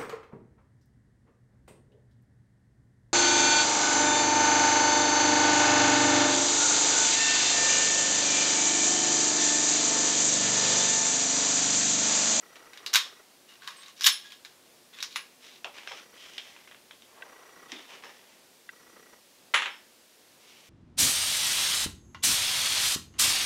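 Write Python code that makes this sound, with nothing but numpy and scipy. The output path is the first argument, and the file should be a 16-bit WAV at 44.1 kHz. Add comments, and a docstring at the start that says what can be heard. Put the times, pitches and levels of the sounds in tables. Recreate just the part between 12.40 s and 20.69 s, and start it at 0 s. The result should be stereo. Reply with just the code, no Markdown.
"""Cloth rubs softly and a camera's lens motor purrs; then steel clacks as a bolt-action rifle is cycled,
unloaded and laid on a wooden bench under a shooting range's roof. Late on, a crack like a small rifle slaps back.
Blows are impulses with chatter, filtered by the struck body and followed by random echo; fine high rings are
decaying sines, rubs are filtered grains, the lens steps in short tone bursts, and the air is filtered noise."""
import sys
import numpy as np
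from scipy import signal
from scipy.fft import rfft, irfft, next_fast_len
from scipy.io import wavfile

SR = 44100
rng = np.random.default_rng(int(sys.argv[2]) if len(sys.argv) > 2 else 0)


def wrap_up_sound(samples):
    """Save the sound to the file named by the first command line argument, as 16-bit audio."""
    columns = np.atleast_2d(samples).T
    # keep every value between -1 and 1, then stretch to whole-number steps
    tamed = np.clip(columns, -1, 1)
    steps = np.round(tamed * 32767).astype(np.int16)
    wavfile.write(sys.argv[1], SR, steps)


N = 365656

# Steel strikes steel as the bolt is worked: start_s, level_db (over 3 ms), weight_db (below 2 kHz),
# part_hz (main resonance of the struck part), ring_db (relative to the blow)
STEEL_BLOWS = [(0.157, -45.5, -6, 2500, -20), (0.333, -43, 0, 2400, -20), (.374, -41, 2, 3250, -22),
               (.463, -27.5, -3.5, 4370, -25), (0.5383, -17.5, -2, 5950, -20), (0.547, -16, 2, 3900, -22),
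               (0.5571, -11.5, 4, 3400, -16), (1.2212, -44.5, 9, 1490, -20), (1.2754, -31, 7, 1020, -8),
               (1.4826, -46, -3, 7000, -20), (1.6095, -29, -4, 5420, -27), (1.6203, -29, -4, 5400, -10),
               (1.6354, -27.5, -11, 5030, -17), (1.6425, -18.5, -19, 3400, 1),
               (1.6663, -16, -0.5, 3300, -22), (1.6697, -10.5, -3, 3400, -12), (1.9204, -41.5, 1, 3300, -4),
               (2.049, -39, -1.5, 1580, -20), (2.5868, -40, 4, 2690, -20), (2.6043, -36, -8, 3800, -11),
               (2.6265, -26, -3.5, 5500, -22), (2.7594, -25, 6, 2480, -13)]
HARD_DB, EDGE_PER_DB = -18.5, 0.36  # blows above this level gain treble, those below lose it, dB per dB
REBOUND_S, REBOUND_SPREAD, REBOUND_DB = .0075, .25, -8.5  # gap, its scatter as a share, change per bounce


def contacts(count=3):
    """Inelastic rebound: each blow repeats more weakly, and a harder contact is briefer and so brighter."""
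    for s, db, weight_db, part_hz, _ in STEEL_BLOWS:
        gaps = REBOUND_S * (1 + REBOUND_SPREAD * rng.uniform(-1, 1, count))
        for k in range(count):
            level_db = db + k * REBOUND_DB
            edge_db = EDGE_PER_DB * (level_db - HARD_DB)
            yield s + gaps[:k].sum(), level_db, weight_db, edge_db, part_hz


# Spectral colour of the struck action: frequency_hz, density_db (per Hz)
ACTION_COLOUR = [(120, -66.5), (200, -36), (719, -25), (1100, -4), (1270, -9), (1580, -4), (2590, -4),
                 (2780, -5), (3730, -2.5), (4080, -3), (6110, -6), (7070, -11.5), (9300, -16.5),
                 (14200, -17), (15800, -31)]
# Broad resonances of the receiver: centre_hz, width_hz, level_db
RECEIVER_MODES = [(1167, 86, 1), (1680, 200, 0), (2865, 76, 5), (3820, 200, 3), (5480, 200, 0),
                  (6950, 470, 5.5)]


def receiver_colour(hz):
    """Body resonance: the receiver's broad peaks stand on the colour of the action."""
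    return read(ACTION_COLOUR, hz) + bumps(RECEIVER_MODES, hz)


def action():
    """Impact excitation: bolt handle, lugs and catches strike the receiver."""
    return blows(contacts(), receiver_colour, chatter_s=0.0028, chatter_db=19, part_db=6.0,
                 wet_db=-3.5, t60_factor=1.066, early_s=0.017, early_db=2.5)


# Fine ringing modes, thin high tones after sharp sounds: mode_hz, level_db, t60_s
FINE_MODES = [(1105, -9, .16), (1660, -5, .27), (1950, -8, .25), (2853, -11, .23), (3130, -13, .25),
              (3330, 0, .055), (3575, -12, .22), (3720, -12, .22), (5322, -3, .33), (6870, -11, .35),
              (8150, -12, .3), (10258, -9, .22), (13643, -10, .24)]
# Thin rings heard on their own: start_s, level_db, centre_hz
LONE_PINGS = [(1.367, -37.5, 8150), (1.644, -19, 13640), (1.722, -25, 10255), (1.847, -41.5, 1690),
              (2.76, -35, 10255), (3.482, -44.5, 5325), (5.36, -35, 3580), (5.64, -50.5, 5325),
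              (7.148, -29.5, 10000), (7.305, -50, 5325)]
RING_OCTAVES, RING_SPILL_DB = 0.49, -11.5  # spread about the blow's resonance, least share for every mode
PING_OCTAVES = .09


def fine_ring(rise_s=.0008, size=12288):
    """Modal synthesis: decaying sines waver at random; modes near each sound's centre pitch ring most."""
    out, t = np.zeros(N), np.arange(size) / SR
    struck = [(s, db + ring_db, part_hz, RING_OCTAVES, gain_of(RING_SPILL_DB))
              for s, db, _, part_hz, ring_db in STEEL_BLOWS]
    alone = [(s, db, centre_hz, PING_OCTAVES, 0) for s, db, centre_hz in LONE_PINGS]
    for s, db, centre_hz, octaves, spill in struck + alone:
        for hz, mode_db, t60 in FINE_MODES:
            reach = max(bell(hz, centre_hz, octaves), spill)
            if reach > .01:
                waver = gain_of(3 * wander(size, 35) * (1 - np.exp(-t / .02)))
                envelope = (1 - np.exp(-t / rise_s)) * decay(t, t60)
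                tone = np.sin(2 * np.pi * hz * t)
                add(out, s, reach * gain_of(db + mode_db) * waver * envelope * tone)
    return signal.sosfilt(signal.butter(4, 800, "high", fs=SR, output="sos"), out)


# Spectral colour of the knocks and clicks: frequency_hz, density_db (per Hz)
KNOCK_COLOUR = [(88, -28), (150, -22.5), (828, -4.5), (1330, -2.5), (1700, 0.5), (2630, 2), (2900, -1.5),
                (3250, 4), (4660, -9.5), (5420, -5), (8550, -23), (10500, -33), (14000, -37)]
# Knocks on the bench, and dry clicks close by: start_s, level_db (over 3 ms),
# weight_db (below 2 kHz), part_hz (main resonance)
KNOCKS_AND_CLICKS = [(3.2445, -31, -2, 2730), (3.3835, -39.5, 1, 2410), (3.4743, -33, 6, 2400),
                     (3.5188, -35.5, 8, 1320), (3.9804, -30, -8, 3100), (4.1636, -46, 9, 2700),
                     (4.3127, -46.5, 12, 3640), (4.5098, -42, 4, 3440), (4.6213, -49, -1, 3300),
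                     (5.3189, -33, -9, 1930), (5.6371, -41, 15, 2840)]
KNOCK_EDGE_DB = -1  # shelf on the treble
TICKS_FROM_S, TICKS_TO_S = 4.24, 4.38  # the sling's fittings tick at random in this span
TICK_DB, TICK_SPREAD_DB, TICK_WEIGHT_DB, TICK_HZ = -48, 2, 9, 2800


def bench_contacts(count=3):
    """Stratified random timing: one faint sling tick falls in each equal slot, beside the knocks and clicks."""
    slot_s = (TICKS_TO_S - TICKS_FROM_S) / count
    ticks = []
    for k, (when, force) in enumerate(rng.random((count, 2))):
        tick_s = TICKS_FROM_S + (k + when) * slot_s
        tick_db = TICK_DB + TICK_SPREAD_DB * (2 * force - 1)
        ticks.append((tick_s, tick_db, TICK_WEIGHT_DB, TICK_HZ))
    return [(s, db, weight_db, KNOCK_EDGE_DB, part_hz)
            for s, db, weight_db, part_hz in KNOCKS_AND_CLICKS + ticks]


# The planks answer weight with a dull rumble: start_s, level_db (before the envelope),
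# centre_hz, spread_octaves, t60_s (a straight fade also ends each one)
PLANK_THUDS = [(3.246, -38.5, 755, 0.72, 0.22), (3.51, -43.5, 700, 0.55, 0.19), (4.8, -57, 596, 0.95, 3.1),
               (5.325, -46, 296, 0.29, 0.35), (5.52, -57, 450, 1, 2)]


def bench(size=32768):
    """Dense modal response: weight stirs many damped modes of the planks, beside brief knocks and clicks."""
    knocks = blows(bench_contacts(), lambda hz: read(KNOCK_COLOUR, hz), chatter_s=0.0025, chatter_db=19.0,
                   part_db=6, wet_db=-4.0, t60_factor=0.95, early_s=0.028, early_db=-3)
    planks, t = np.zeros(N), np.arange(size) / SR
    for s, db, hz, octaves, t60 in PLANK_THUDS:
        noise = rng.standard_normal(size)
        modes = evened(irfft(rfft(noise) * bell(bins(size), hz, octaves)))
        envelope = (1 - np.exp(-t / 0.0013)) * decay(t, t60) * (1 - t / t[-1])
        add(planks, s, gain_of(db) * modes * envelope)
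    return knocks + planks


def cartridge(db=-33, ring_hz=2729, t60=.06, size=8192):
    """Single-mode ringing: the brass case sounds briefly when set down, at the first knock."""
    out, t = np.zeros(N), np.arange(size) / SR
    envelope = (1 - np.exp(-t / .0005)) * decay(t, t60)
    add(out, KNOCKS_AND_CLICKS[0][0], gain_of(db) * envelope * np.sin(2 * np.pi * ring_hz * t))
    return out


# Arrivals of the crack, direct and reflected: start_s, level_db (over 3 ms), weight_db (below 2 kHz)
CRACK_ARRIVALS = [(7.1387, -22.5, 11.5), (7.1423, -14.5, 0), (7.176, -26.5, -11), (7.221, -25, 2.5),
                  (7.2576, -27, 2.5)]
# Spectral colour of the crack: frequency_hz, density_db (per Hz)
CRACK_COLOUR = [(88, -47), (150, -37), (611, -15), (685, -19.5), (910, -5.5), (1020, -7), (1380, -5),
                (2540, -1.5), (3440, -3.5), (4930, -21.5), (6940, -18.5), (9400, -34), (10500, -29),
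                (11100, -40), (14000, -46)]
CRACK_HZ, CRACK_EDGE_DB, DULLING_DB_PER_S = 1730, 3, 70  # resonance, first treble shelf, its loss with delay


def report():
    """Multipath propagation: a crack from farther off, mostly scatter, loses treble on longer paths."""
    first_s = CRACK_ARRIVALS[0][0]
    arrivals = [(s, db, weight_db, CRACK_EDGE_DB - DULLING_DB_PER_S * (s - first_s), CRACK_HZ)
                for s, db, weight_db in CRACK_ARRIVALS]
    return blows(arrivals, lambda hz: read(CRACK_COLOUR, hz), chatter_s=0.0037, chatter_db=19, part_db=3.0,
                 wet_db=1.2, t60_factor=1.21, early_s=0.024, early_db=-1.5)


# The bolt scrapes in its raceway: start_s, length_s, level_db (before stroke shape and mix),
# weight_db (below 2 kHz), part_hz (resonance of the rubbed part)
BOLT_SCRAPES = [(.531, 0.028, -27, 0, 1750), (1.083, .09, -52.5, 2, 2800), (1.2, .34, -51, 2.5, 1090),
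                (1.39, 0.14, -51.5, 1, 3800), (1.56, 0.11, -48, -9, 5544), (1.659, .02, -19, -4, 3300),
                (1.825, 0.13, -50.5, -5, 3340), (2.525, 0.12, -49.5, 4, 3480),
                (2.705, 0.091, -46.5, -11, 4000)]
# Sleeve, sling and stock rub: the same columns, start_s, length_s, level_db, weight_db, part_hz
CLOTH_RUBS = [(0, 0.96, -57.5, 17, 1280), (3.005, 0.19, -49.5, -5, 3870), (3.33, 0.17, -47.5, 3.5, 2330),
              (3.46, 0.19, -45, -0.5, 1400), (3.735, 0.41, -48.5, -5, 3080), (4, 0.33, -54, 3, 2000),
              (4.66, .8, -56, 18, 1091), (5.28, 0.24, -48, 5.5, 3570), (5.485, .125, -45, 5.5, 2980),
              (5.62, .11, -47, 8, 1780), (5.66, .4, -58, 4, 1900), (8, 0.43, -55.5, -7, 2220)]
# Spectral colour of the rubbing: frequency_hz, density_db (per Hz)
CLOTH_COLOUR = [(150, -31), (400, -7.5), (900, -6.5), (1400, -7), (2000, -2.5), (3100, -0.5), (4500, -8.5),
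                (5800, -6), (8000, -18), (15000, -32.5)]


def handling(steel_edge_db=4):
    """Friction: the bolt slides through the receiver, brighter when pushed harder; cloth and stock are duller."""
    def steel(hz, db):
        edge_db = steel_edge_db + EDGE_PER_DB * (db - HARD_DB)
        return receiver_colour(hz) + shelves(hz, 0, edge_db)

    cloth = lambda hz, db: read(CLOTH_COLOUR, hz)
    scrapes = rubbing(BOLT_SCRAPES, steel, part_db=7.0, clump_db=3.0)
    return scrapes + rubbing(CLOTH_RUBS, cloth, part_db=5.0, clump_db=1.64)


STROKE_RISE, STROKE_EDGE_DB = 0.22, -2  # peak as a share of the length, shelf on the treble


def rubbing(rows, colour, part_db, clump_db, size=40960):
    """Stick-slip: fibres and steel catch and slip in clumps, as dense small grains under each stroke."""
    out, hz, t = np.zeros(N), bins(size), np.arange(size) / SR
    for start, length, db, weight_db, part_hz in rows:
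        slips = rng.random(size) < 7000 / SR  # 7000 grains a second on average
        grains = rng.standard_normal(size) * slips * gain_of(clump_db * wander(size, 90))
        stroke = np.interp(t / length, [0, STROKE_RISE, 1], [0, 1, 0]) ** 0.44
        resonance_db = part_db * bell(hz, part_hz, 0.075)
        colour_db = colour(hz, db) + shelves(hz, weight_db, STROKE_EDGE_DB) + resonance_db
        add(out, start, gain_of(db) * stroke * evened(causal(grains, colour_db)))
    scatter = echo(t60_factor=0.59, early_s=0.024, early_db=4)
    mid, side = gain_of(-10.0) * signal.fftconvolve(out[None], scatter, axes=1)[:, :N]
    return gain_of(-2) * out + mid + gain_of(-8.0) * np.array([side, -side])


# Moves of the lens motor: first_step_s, end_s, level_db (of all its parts together)
LENS_MOVES = [(.031, .8, 0), (3.564, 3.97, -1.5), (4.862, 5.3, 0.5), (6.332, 6.77, -1)]
STEPS_PER_S = 30
# Spectral colour of the gears' rattle: frequency_hz, density_db (per Hz)
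GEAR_COLOUR = [(150, -16), (280, -1.5), (480, 1.5), (800, -10), (1300, 2.5), (1650, -6), (2000, -4),
               (2600, -11.5), (6000, -31)]
# Clicks of the lens mechanism ahead of a move: start_s, level_db (over 3 ms)
LENS_MECHANISM = [(4.8225, -34.5), (6.2913, -34.5)]
LENS_CLICK_HZ = 1600
# Broad resonances of the lens barrel: centre_hz, width_hz, level_db
BARREL_MODES = [(1554, 140, 4.5), (1950, 180, -1.5), (2700, 380, -14), (3550, 670, -19.5)]


def lens(whine_hz=5812, whine_db=-60, hum_db=-59, gears_db=-55, step_s=.019, hum_s=0.029, size=2048):
    """Stepped excitation: each step is a hum, its third harmonic and gear rattle; clicks precede some moves."""
    out, t = np.zeros(N), np.arange(size) / SR
    swell = lambda length_s: np.sin(np.pi * np.clip(t / length_s, 0, 1))
    tone = lambda hz, phase: np.sin(2 * np.pi * hz * t + phase)
    for first, last, db in LENS_MOVES:
        for s in np.arange(first, last, 1 / STEPS_PER_S):
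            phase, swing = rng.uniform(0, 2 * np.pi, 2), rng.uniform(-1.24, 1, 3)
            whine = gain_of(whine_db) * swell(step_s) * tone(whine_hz, phase[0])
            hum = gain_of(hum_db + 2.3 * swing[0]) * swell(hum_s) * tone(whine_hz / 3, phase[1])
            rattle = evened(causal(rng.standard_normal(size), read(GEAR_COLOUR, bins(size))))
            rattle *= gain_of(gears_db + 3.5 * swing[1]) * swell(step_s * np.exp(0.27 + 0.49 * swing[2]))
            add(out, s - step_s / 2, gain_of(db) * (whine + hum + rattle))

    def barrel(hz):
        return 20 * np.log10(sum(gain_of(db) / (1 + (2 * (hz - f) / width) ** 2)
                                 for f, width, db in BARREL_MODES))

    clicks = [(s, db, 0, 0, LENS_CLICK_HZ) for s, db in LENS_MECHANISM]
    return out + blows(clicks, barrel, chatter_s=0.0037, chatter_db=6, part_db=-3.0,
                       wet_db=-25, t60_factor=.6, early_s=.01, early_db=6)


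# Spectral colour of outdoor air and microphone hiss: frequency_hz, density_db (per Hz)
AIR_COLOUR = [(12, -50), (20, -29.5), (98, -13.5), (247, -3), (326, -5.5), (355, -0.5), (419, -5),
              (482, -3.5), (754, -7), (1320, -10.5), (2430, -10), (3800, -10), (4760, -10), (12300, -16),
              (15800, -20)]
AIR_DB = -58.5  # level of the mid signal
# Stereo width of the air: frequency_hz, side_minus_mid_db
AIR_WIDTH = [(60, 9), (130, 5), (290, 5), (640, 2.5), (1410, 4), (3100, -2.5), (6820, -7.5), (15000, -46)]
# Stereo balance of the air: frequency_hz, left_minus_right_db
AIR_LEAN = [(60, 0.5), (180, 0.67), (550, 2.5), (1650, -0.5), (4970, 0.3), (15000, -0.5)]


def air(swell_db=1.06):
    """Filtered noise: an outdoor wash over microphone hiss; its low end is wide and swells a little."""
    size = next_fast_len(N, real=True)
    hz = bins(size)
    mid, side = rfft(rng.standard_normal((2, size))) * gain_of(read(AIR_COLOUR, hz))
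    side = side * gain_of(read(AIR_WIDTH, hz))
    lean = gain_of(read(AIR_LEAN, hz) / 2)
    stereo = np.array([(mid + side) * lean, (mid - side) / lean])
    stereo = stereo * gain_of(AIR_DB) / np.std(irfft(mid, size))
    low = 1 / (1 + (hz / 1200) ** 2)
    swelling = irfft(stereo * low, size) * gain_of(swell_db * wander(size, 3.05))
    steady = irfft(stereo * (1 - low), size)
    return (swelling + steady)[:, :N]


def blows(rows, colour, chatter_s, chatter_db, part_db, wet_db, t60_factor, early_s, early_db, size=4096):
    """Source-filter impact: an impulse and brief chatter pass through the struck body, then its echo follows."""
    left, right, hz, t = np.zeros(N), np.zeros(N), bins(size), np.arange(size) / SR
    for s, db, weight_db, edge_db, part_hz in rows:
        body_db = colour(hz) + shelves(hz, weight_db, edge_db) + part_db * bell(hz, part_hz, 0.17)
        impulse = signal.unit_impulse(size)
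        chatter = rng.standard_normal(size) * np.exp(-t / chatter_s)
        force = impulse + gain_of(chatter_db) * chatter / np.linalg.norm(chatter)
        strength = gain_of(db) * np.sqrt(.003 * SR / size)  # the energy of 3 ms at this level
        direct = strength * evened(causal(force, body_db))
        ring = strength * gain_of(wet_db) * evened(causal(impulse, body_db))
        mid, side = signal.fftconvolve(ring[None], echo(t60_factor, early_s, early_db), axes=1)
        mid[:size] += direct
        side *= gain_of(-11.5)
        add(left, s, mid + side)
        add(right, s, mid - side)
    return np.array([left, right])


# Decay of the shelter's echo: centre_hz, t60_s (before each source's own factor)
SHELTER_DECAY = [(250, 0.42), (1000, 0.28), (3500, 0.3), (7000, 0.25), (14000, 0.18)]


def echo(t60_factor, early_s, early_db, size=16384):
    """Diffuse reverberation: bench and posts scatter, then the roof's tail; new random mid and side each call."""
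    t, hz = np.arange(size) / SR, bins(size)
    signs = rng.choice([-1., 1.], (2, size))
    taps = rfft(signs * (rng.random((2, size)) < .15))
    centres, t60s = np.transpose(SHELTER_DECAY)
    tail = np.zeros((2, size))
    for band, t60 in zip(np.eye(len(centres)), t60s):  # each band dies at its own speed
        tail += irfft(taps * np.interp(hz, centres, band), size) * decay(t, t60_factor * t60)
    tail *= np.clip((t - .003) / 0.0038, 0, 1) * (1 + gain_of(early_db) * np.exp(-t / early_s))
    return tail / np.linalg.norm(tail[0])


def causal(x, db):
    """Minimum-phase filtering: a gain curve colours x with nothing ahead of the attack."""
    log_gain = np.log(gain_of(np.maximum(db, db.max() - 100)))
    circle = np.concatenate([log_gain, log_gain[-2:0:-1]])
    return irfft(rfft(x) * np.exp(np.conj(signal.hilbert(circle)))[:len(db)])


def shelves(hz, weight_db, edge_db, low_hz=2000, high_hz=6500):
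    """Shelving: heavy contacts add low range and hard ones add treble, in dB."""
    below = lambda corner_hz: 1 / (1 + np.square(np.square(hz / corner_hz)))
    return weight_db * below(low_hz) + edge_db * (1 - below(high_hz))


def bumps(resonances, hz):
    """Resonance: peaks stand out of a broad spectrum, in dB."""
    return sum(db / (1 + (2 * (hz - f) / width) ** 2) for f, width, db in resonances)


def bell(hz, centre_hz, octaves):
    """Gaussian weighting on the pitch axis: 1 at its centre, with octaves as standard deviation."""
    return np.exp(-.5 * (np.log2((hz + 1) / centre_hz) / octaves) ** 2)


def decay(t, t60):
    """Exponential damping: the level falls 60 dB in t60 seconds."""
    return np.exp(-np.log(1000) * t / t60)


def wander(size, rate_hz):
    """Low-pass noise: random drift of rms 1, mostly slower than rate_hz."""
    return evened(irfft(rfft(rng.standard_normal(size)) / (1 + (bins(size) / rate_hz) ** 4), size))


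def gain_of(db):
    """Logarithmic level: decibels to amplitude."""
    return np.exp(np.asarray(db) * (np.log(10) / 20))


def evened(x):
    """Mean power: scales to rms 1."""
    return x / np.sqrt(np.mean(x ** 2) + 1e-20)


def read(points, hz):
    """Interpolation on the pitch axis: reads a table of (Hz, value) along log frequency."""
    f, value = np.transpose(points)
    return np.interp(np.log(hz + 1), np.log(f + 1), value)


def bins(size):
    """Discrete spectrum: the frequencies for this many samples."""
    return np.fft.rfftfreq(size, 1 / SR)


def add(mix, s, sound):
    """Superposition: adds a sound into the mix at s seconds, cut at the ends."""
    start = round(s * SR)
    part = mix[max(start, 0):][:len(sound) + min(start, 0)]
    part += sound[max(-start, 0):][:len(part)]


def scene():
    """Level panning: the near sounds lean left, most plainly in the low mids; the air has its own balance."""
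    near = action() + fine_ring() + bench() + cartridge() + report() + handling() + lens()
    size = next_fast_len(N, real=True)
    lean = gain_of((.7 + 4.1 * bell(bins(size), 680, 0.81)) / 2)
    return irfft(rfft(near, size) * np.array([lean, 1 / lean]), size)[:, :N] + air()


EDGE_HZ = 15750


def record(dry, ceiling=1.0):
    """Soft saturation and band limiting: the recorder rounds the tallest peaks, then cuts above EDGE_HZ."""
    rounded = dry / (1 + (dry / ceiling) ** 4) ** .25
    band_limit = signal.firwin(511, EDGE_HZ, window=("kaiser", 9), fs=SR)
    return signal.oaconvolve(rounded, band_limit[None], "same")


dry = scene()
out = record(dry)
wrap_up_sound(out)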